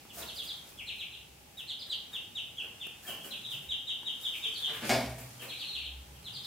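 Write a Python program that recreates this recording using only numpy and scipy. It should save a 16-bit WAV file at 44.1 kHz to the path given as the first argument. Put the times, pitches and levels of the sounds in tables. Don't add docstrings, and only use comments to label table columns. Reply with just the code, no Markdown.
import sys
import numpy as np
from scipy import signal
from scipy.fft import rfft, irfft
from scipy.io import wavfile
from scipy.ndimage import uniform_filter1d

SR = 44100
rng = np.random.default_rng(int(sys.argv[2]) if len(sys.argv) > 2 else 0)


def field_ratio(decibels):
    return 10 ** (np.asarray(decibels, dtype=float) / 20)


def store_wav(level_fs):
    pcm = np.round(np.clip(np.atleast_2d(level_fs), -1, 1) * 32767)
    wavfile.write(sys.argv[1], SR, pcm.T.astype(np.int16))


N = 284886
T = np.arange(N) / SR


def unit(x):
    return x / np.sqrt(np.mean(x ** 2))


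def colour(x, points):
    hz, db = np.transpose(points)
    size = x.shape[-1]
    bins = np.arange(size // 2 + 1) * SR / size + 1
    gain = field_ratio(np.interp(np.log(bins), np.log(hz), db))
    return irfft(rfft(x) * gain, size)


def band(x, low_hz, high_hz):
    edges = [low_hz, min(high_hz, .45 * SR)]
    return signal.sosfilt(signal.butter(2, edges, "band", fs=SR, output="sos"), x)


def follow(points):
    return np.interp(T, *np.transpose(points))


def late(x, delay_s):
    return np.concatenate([np.zeros(int(delay_s * SR)), x])[:N]


def add(track, start_s, sound):
    i = int(start_s * SR)
    track[i:i + len(sound)] += sound[:N - i]


def walk(rate_hz):
    hold = int(SR / rate_hz)
    jumps = np.repeat(rng.standard_normal(N // hold + 1), hold)
    smooth = uniform_filter1d(uniform_filter1d(jumps, hold), hold)
    return unit(smooth[:N])


def swells(rows, rest_db):
    bells = sum(field_ratio(db) * np.exp(-((T - s) / half_s) ** 2) for s, db, half_s in rows)
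    return field_ratio(rest_db) + bells


def spread(mid, side):
    # (frequency [Hz], side minus mid [dB])
    side_points = [(60, -17), (150, -10.5), (350, -4.5), (700, -1.5), (1290, -0.5), (2600, -1.5),
                   (5000, 0.5), (15000, -1)]
    side = colour(side, side_points)
    return np.array([mid + side, mid - side])


def room(x, build_s=0.0021, sparse_db=-1.5, side_db=-3.5):
    # (frequency [Hz], fade time [s])
    fade_times = [(100, 1), (300, 0.54), (1000, 0.51), (3000, 0.57), (8000, 0.2), (15000, 0.36)]
    hz, t60 = np.transpose(fade_times)
    t = np.arange(SR) / SR
    sizes = np.minimum(rng.exponential(size=SR // 30).repeat(30), 4)
    lumps = field_ratio(sparse_db * np.exp(-t / 0.41) * sizes)
    tail = 0
    for low_hz in 44 * 2. ** np.arange(9):
        fade_s = np.interp(np.log(low_hz * 1.43), np.log(hz), t60)
        octave = band(rng.standard_normal((2, SR)) * lumps, low_hz, 2 * low_hz)
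        tail = tail + octave * field_ratio(-60 * t / fade_s)
    build_up = 1 - np.exp(-(t / max(build_s, .005)) ** 2)
    tail = spread(tail[0], tail[1] * field_ratio(side_db)) * build_up
    tail = tail / np.sqrt(np.sum(tail ** 2) / 2)
    return signal.fftconvolve(x[None], tail, axes=1)[:, :N]


def contact(noise, length_s, tap=0.65):
    push = noise * np.exp(-np.arange(len(noise)) / SR / max(length_s, .002))
    push = push / np.sqrt(np.sum(push ** 2))
    push[0] += tap
    return push / np.sqrt(np.sum(push ** 2))


def air():
    # (frequency [Hz], level [dB per Hz])
    hiss_colour = [(22, -3), (113, 0.5), (600, -10), (900, -15.5), (1880, -16.5), (2500, -11),
                   (4160, -16.5), (15000, -20)]
    tone = unit(spread(*colour(rng.standard_normal((2, N)), hiss_colour)))
    whirr = unit(spread(*band(rng.standard_normal((2, N)), 768, 872))) * field_ratio(-13.0)
    return (tone + whirr) * field_ratio(-54.5 + .6 * walk(3))


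def stir():
    # (time [s], bustle [dB])
    bustle_points = [(0, -42), (.21, 5), (.34, -2.5), (.7, -7), (1.06, -38), (1.93, -20), (2.34, -30),
                     (2.82, -12), (3.2, -4.5), (3.58, -4.5), (3.73, -26), (4.3, -1), (4.8, 1), (4.89, 13),
                     (5.16, -2), (5.68, -1.5), (5.9, -16.5), (6.35, -6.5)]
    # (time of crest [s], level [dB], half length [s])
    hum_swells = [
        (.25, -59, 0.28),
        (.85, -61.5, 0.12),
        (1.3, -60.5, 0.15),
        (3.71, -55, 0.057),
        (5.1, -47.5, 0.14),
        (5.98, -49, 0.2),
    ]
    # (time of crest [s], level [dB], half length [s])
    drone_swells = [
        (2.5, -67, 0.055),
        (3.55, -57, .12),
        (4.9, -53, 0.11),
        (5.18, -56, 0.17),
        (6.3, -56, 0.21),
    ]
    bustle_db = follow(bustle_points)
    sizes = np.minimum(rng.exponential(size=N // 40 + 1), 4).repeat(40)[:N]
    grains = rng.standard_normal((2, N)) * field_ratio(2.0 * sizes)
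    rustle = unit(spread(*band(grains, 2100, 13200))) * field_ratio(-53 + bustle_db)
    rumble = unit(spread(*band(rng.standard_normal((2, N)), 67, 1760)))
    rumble = rumble * field_ratio(-59.5 + 0.44 * bustle_db)
    hum = unit(band(rng.standard_normal(N), 63.8, 69)) * swells(hum_swells, -87)
    drone = unit(band(rng.standard_normal(N), 104.6, 149)) * swells(drone_swells, -80.5)
    return rustle + rumble + hum + drone


def pings():
    # (time [s], pitch [Hz], level [dB], ring [s])
    notes_rung = [
        (.17, 696, -47.5, 0.014),
        (3.05, 1756, -52, 0.026),
        (4.456, 446, -56.5, 0.045),
        (4.58, 10200, -38.5, 0.0022),
        (4.799, 123, -68, 0.13),
        (4.824, 232, -44, 0.034),
        (4.898, 240.6, -34.5, 0.056),
        (4.897, 123.3, -45.5, 0.17),
        (4.905, 2216, -30.5, 0.011),
    ]
    t, dry = np.arange(SR) / SR, np.zeros(N)
    for s, hz, db, ring_s in notes_rung:
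        fade = np.exp(-t / ring_s) * (1 - np.exp(-t / 0.0011))
        add(dry, s, field_ratio(db) * np.sin(2 * np.pi * hz * t) * fade)
    return 1.83 * dry + room(dry, side_db=-20.0)


def knock():
    # (pitch [Hz], level [dB], ring [s])
    board_notes = [(261.5, -0.5, 1.16), (313, -11, 0.35), (378, -19, 1.4), (522, -23, 1.4),
                   (598, -16, 0.22), (760, 3, 1), (900, -14, 1.5), (1280, -23, 0.33)]
    # (frequency [Hz], level [dB per Hz])
    crack_colour = [(100, -34), (240, 0.5), (350, -12), (650, 2.5), (1150, -16), (2600, -12), (6000, -17),
                    (15500, -33.5)]
    t = np.arange(SR // 2) / SR
    ring = 0
    for hz, db, ring_s in board_notes:
        ring = ring + field_ratio(db) * np.sin(2 * np.pi * hz * t) * field_ratio(-60 * t / (0.45 * ring_s))
    clatter = late(contact(rng.standard_normal(len(t)), .035, tap=.42), .01)
    crack = unit(colour(clatter, crack_colour))[int(.009 * SR):][:len(t)]
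    blow = np.zeros(N)
    add(blow, 4.894 - .001, (0.44 * crack + 0.27 * ring) * field_ratio(-33.5))
    return 1.1 * blow + 1.5 * room(blow, side_db=-11.0)


def steps():
    # (time [s], claw click [dB], weight [dB], direct path [dB])
    patter = [(.1994, -54, -49.5, -1), (.3436, -44.5, -57, 1), (.42, -43.5, -61, -8), (.6667, -51, -73, 0),
              (.9405, -54, -70, -13), (1.8614, -53, -58, -0.5), (2.1134, -49, -53, -3),
              (2.619, -55, -53, 0), (2.8672, -59, -61.5, 15.5), (3.062, -37, -40.5, -4),
              (3.1294, -51, -55.5, -2), (3.2295, -40.5, -48, -7), (3.5002, -44, -54.5, -4),
              (3.6194, -51.5, -58.5, 1), (4.678, -65, -41.5, -1.5), (4.79, -59, -49, -12),
              (4.819, -70, -36.5, -1), (5.18, -44, -49, 1), (5.4031, -41, -41.5, -5),
              (6.4318, -47.5, -56, -7)]
    # (time [s], claw click [dB], weight [dB], direct path [dB])
    thuds = [
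        (.051, -70, -65.5, 13),
        (.1289, -43, -57.5, -3),
        (.1635, -37, -46.5, -5),
        (2.9422, -73, -75, 5),
        (4.0298, -72, -60, 11),
        (4.3374, -46, -63, -8),
    ]
    # (time [s], claw click [dB], weight [dB], direct path [dB])
    drags = [
        (1.556, -49, -55.5, -21),
        (3.0121, -44, -52.5, -26),
        (4.1975, -44, -59, -5),
        (4.578, -51, -56, -2),
        (4.7289, -43, -40, 0),
    ]
    # (steps, scuff [dB], thud [dB]), both against the weight
    gaits = [(patter, 0.39, -0.94), (thuds, -25, .1), (drags, 0.14, -19)]
    feet = [(*row, scuff_db, thud_db) for rows, scuff_db, thud_db in gaits for row in rows]
    direct, far = np.zeros(N), np.zeros(N)
    scrapes = rng.standard_normal((len(feet), 4000))
    scrapes = scrapes * (1 - np.exp(-np.arange(4000) / SR / .007))
    for scrape, (s, click_db, weight_db, direct_db, scuff_db, thud_db) in zip(scrapes, feet):
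        length_s = 2.3 * (0.0045 - .0004 * direct_db)
        push = contact(scrape, length_s, tap=.06)
        claw = field_ratio(click_db + 29.5) * band(push, 4040, 20000)
        scuff = field_ratio(weight_db + scuff_db + 37) * band(push, 925, 3250)
        thud = field_ratio(weight_db + thud_db + 43) * band(push, 187, 1260)
        burst = claw + scuff + thud
        add(direct, s, burst * field_ratio(direct_db - 8))
        add(far, s, burst)
    return direct + room(far, build_s=0.0083)


def peep(top_hz, end_hz, fall_s, ease, octave_db, wobble, bend=1.2):
    hook_s, scoop, rise_s = .012, .13, .016
    t = np.arange(-hook_s, fall_s, 1 / SR)
    progress = np.clip(t / fall_s, 0, 1)
    drop = 1 - (1 - progress ** bend) ** ease
    rising_hz = top_hz * (1 - scoop * (t / hook_s) ** 2)
    falling_hz = top_hz - (top_hz - end_hz) * drop
    hz = np.where(t < 0, rising_hz, falling_hz)
    phase = 2 * np.pi * np.cumsum(hz * (1 + 0.0015 * wobble[:len(t)])) / SR
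    fade_in = np.sin(np.pi / 2 * np.clip((t + hook_s) / rise_s, 0, 1)) ** 2
    swell = fade_in * np.clip((fall_s - t) / .016, 0, 1)
    overtones = field_ratio(octave_db) * np.sin(2 * phase) + field_ratio(-30.5) * np.sin(3 * phase)
    return swell * field_ratio(1.44 * wobble[-len(t):]) * (np.sin(phase) + overtones), hook_s


def ducklings():
    # (time of top [s], top [Hz], end [Hz], level [dB])
    caller = [(1.578, 3860, 2460, -47.5), (1.682, 4200, 2677, -43), (1.903, 4040, 2660, -39.5),
              (2.137, 3753, 2535, -42), (2.358, 3820, 2467, -40.5), (2.577, 3410, 2410, -43),
              (2.806, 3600, 2347, -44.5), (3.072, 3260, 2615, -44.5), (3.5, 3700, 2490, -42),
              (3.691, 3845, 2690, -35.5), (3.872, 3816, 2654, -35.5), (4.056, 3820, 2685, -36),
              (4.236, 3773, 2794, -35.5), (4.622, 3620, 2746, -34.5), (4.668, 4000, 3820, -46),
              (6.248, 4220, 2630, -45.5), (6.336, 4870, 2905, -42)]
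    # (time of top [s], top [Hz], end [Hz], level [dB])
    high = [(.362, 4880, 3160, -43.5), (.472, 4895, 3120, -42.5), (1.69, 4510, 3250, -48),
            (3.21, 3340, 2830, -54), (4.425, 3753, 3000, -35), (4.542, 4654, 3236, -40.5),
            (6.432, 5100, 4200, -52), (6.44, 4400, 2560, -42.5)]
    # (time of top [s], top [Hz], end [Hz], level [dB])
    deep = [(.272, 4540, 2554, -47), (.4, 3440, 2475, -54.5), (.783, 3425, 2035, -49),
            (.872, 4230, 2224, -42.5), (.993, 4060, 2227, -43.5), (1.122, 4130, 2450, -51),
            (1.797, 4980, 2990, -46), (1.919, 4850, 3490, -44.5), (3.58, 3120, 2630, -58),
            (5.395, 3230, 2163, -51.5), (5.59, 4650, 2355, -41), (5.735, 4233, 2357, -40),
            (5.778, 4540, 2223, -47), (5.84, 4280, 2520, -45.5)]
    # (time of top [s], top [Hz], end [Hz], level [dB])
    chatter = [(.1, 3450, 2400, -56.5), (.221, 4000, 2570, -48), (1.195, 3100, 2330, -68),
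               (3.157, 3200, 2500, -52), (3.308, 4090, 3290, -41), (3.318, 3475, 2410, -39.5),
               (3.441, 3910, 3080, -38.5), (3.65, 2950, 2660, -61), (4.33, 3200, 2075, -43),
               (4.436, 2900, 2200, -44), (5.487, 4275, 2950, -41.5), (5.505, 3350, 2170, -43.5),
               (5.545, 4170, 3370, -40.5), (5.645, 4290, 3300, -41), (5.685, 4340, 3560, -34),
               (6.158, 3280, 2520, -60.5)]
    # (frequency [Hz], level [dB])
    throat = [(2300, -3.5), (3300, -7.5), (4000, -11), (4600, -17.5), (5300, -8.5), (7000, -5.5),
              (10000, -8), (12000, -12)]
    # (time [s], direct path [dB])
    facing = [
        (0, 4.5),
        (1.15, 1),
        (1.55, 5.5),
        (2.65, 2.5),
        (2.95, -5),
        (3.4, -6.5),
        (4.8, -7),
        (5.4, -9),
        (5.95, 4),
        (6.2, 0),
    ]
    # (time [s], left minus right [dB])
    flock = [
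        (0.0, -2),
        (0.99, 1.5),
        (1.37, -0.5),
        (3.36, 0.2),
        (4.05, 1.5),
        (4.84, 1),
        (6.46, 0.7),
    ]
    # (delay [s], level [dB])
    echoes = [
        (.004, -6),
        (.015, -6),
        (.027, -10),
    ]
    # (peeps, fall [s], levelling out [1 straight to 3 strong], octave [dB])
    voices = [(caller, .043, 1.12, -26.5), (high, .05, 2.1, -28.5),
              (deep, .038, 1.3, -27.5), (chatter, .023, 1.6, -37.5)]
    peeps = [(*row, *habit) for rows, *habit in voices for row in rows]
    spots = np.zeros((3, N))
    wobbles = unit(uniform_filter1d(rng.standard_normal((len(peeps), 8000)), size=120))
    for k, (s, top_hz, end_hz, db, fall_s, ease, octave_db) in enumerate(peeps):
        fall_s += .006 * (top_hz - end_hz - 1405.5) / 1000
        voice, hook_s = peep(top_hz, end_hz, fall_s, ease, octave_db, wobbles[k])
        add(spots[k % 3], s - hook_s, voice * field_ratio(db + 15))
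    spots = colour(spots, throat)
    direct = spots.sum(axis=0) * field_ratio(follow(facing) - 6)
    near = direct + sum(field_ratio(db) * late(direct, s) for s, db in echoes)
    wet = sum(room(spot) for spot in spots)
    pan_db = follow(flock)
    return (near + wet) * field_ratio(np.array([pan_db, -pan_db]) / 2)


def scene():
    return air() + stir() + pings() + knock() + steps() + ducklings()


def top_cut(x):
    return signal.sosfilt(signal.butter(12, 15750, fs=SR, output="sos"), x)


def record(dry):
    bass = signal.butter(2, 55, "high", fs=SR, output="sos")
    top = signal.ellip(8, .2, 70, 15700, fs=SR, output="sos")
    mix = signal.sosfilt(np.vstack([bass, top]), dry)
    return top_cut(mix)


dry = scene()
out = record(dry)
store_wav(out)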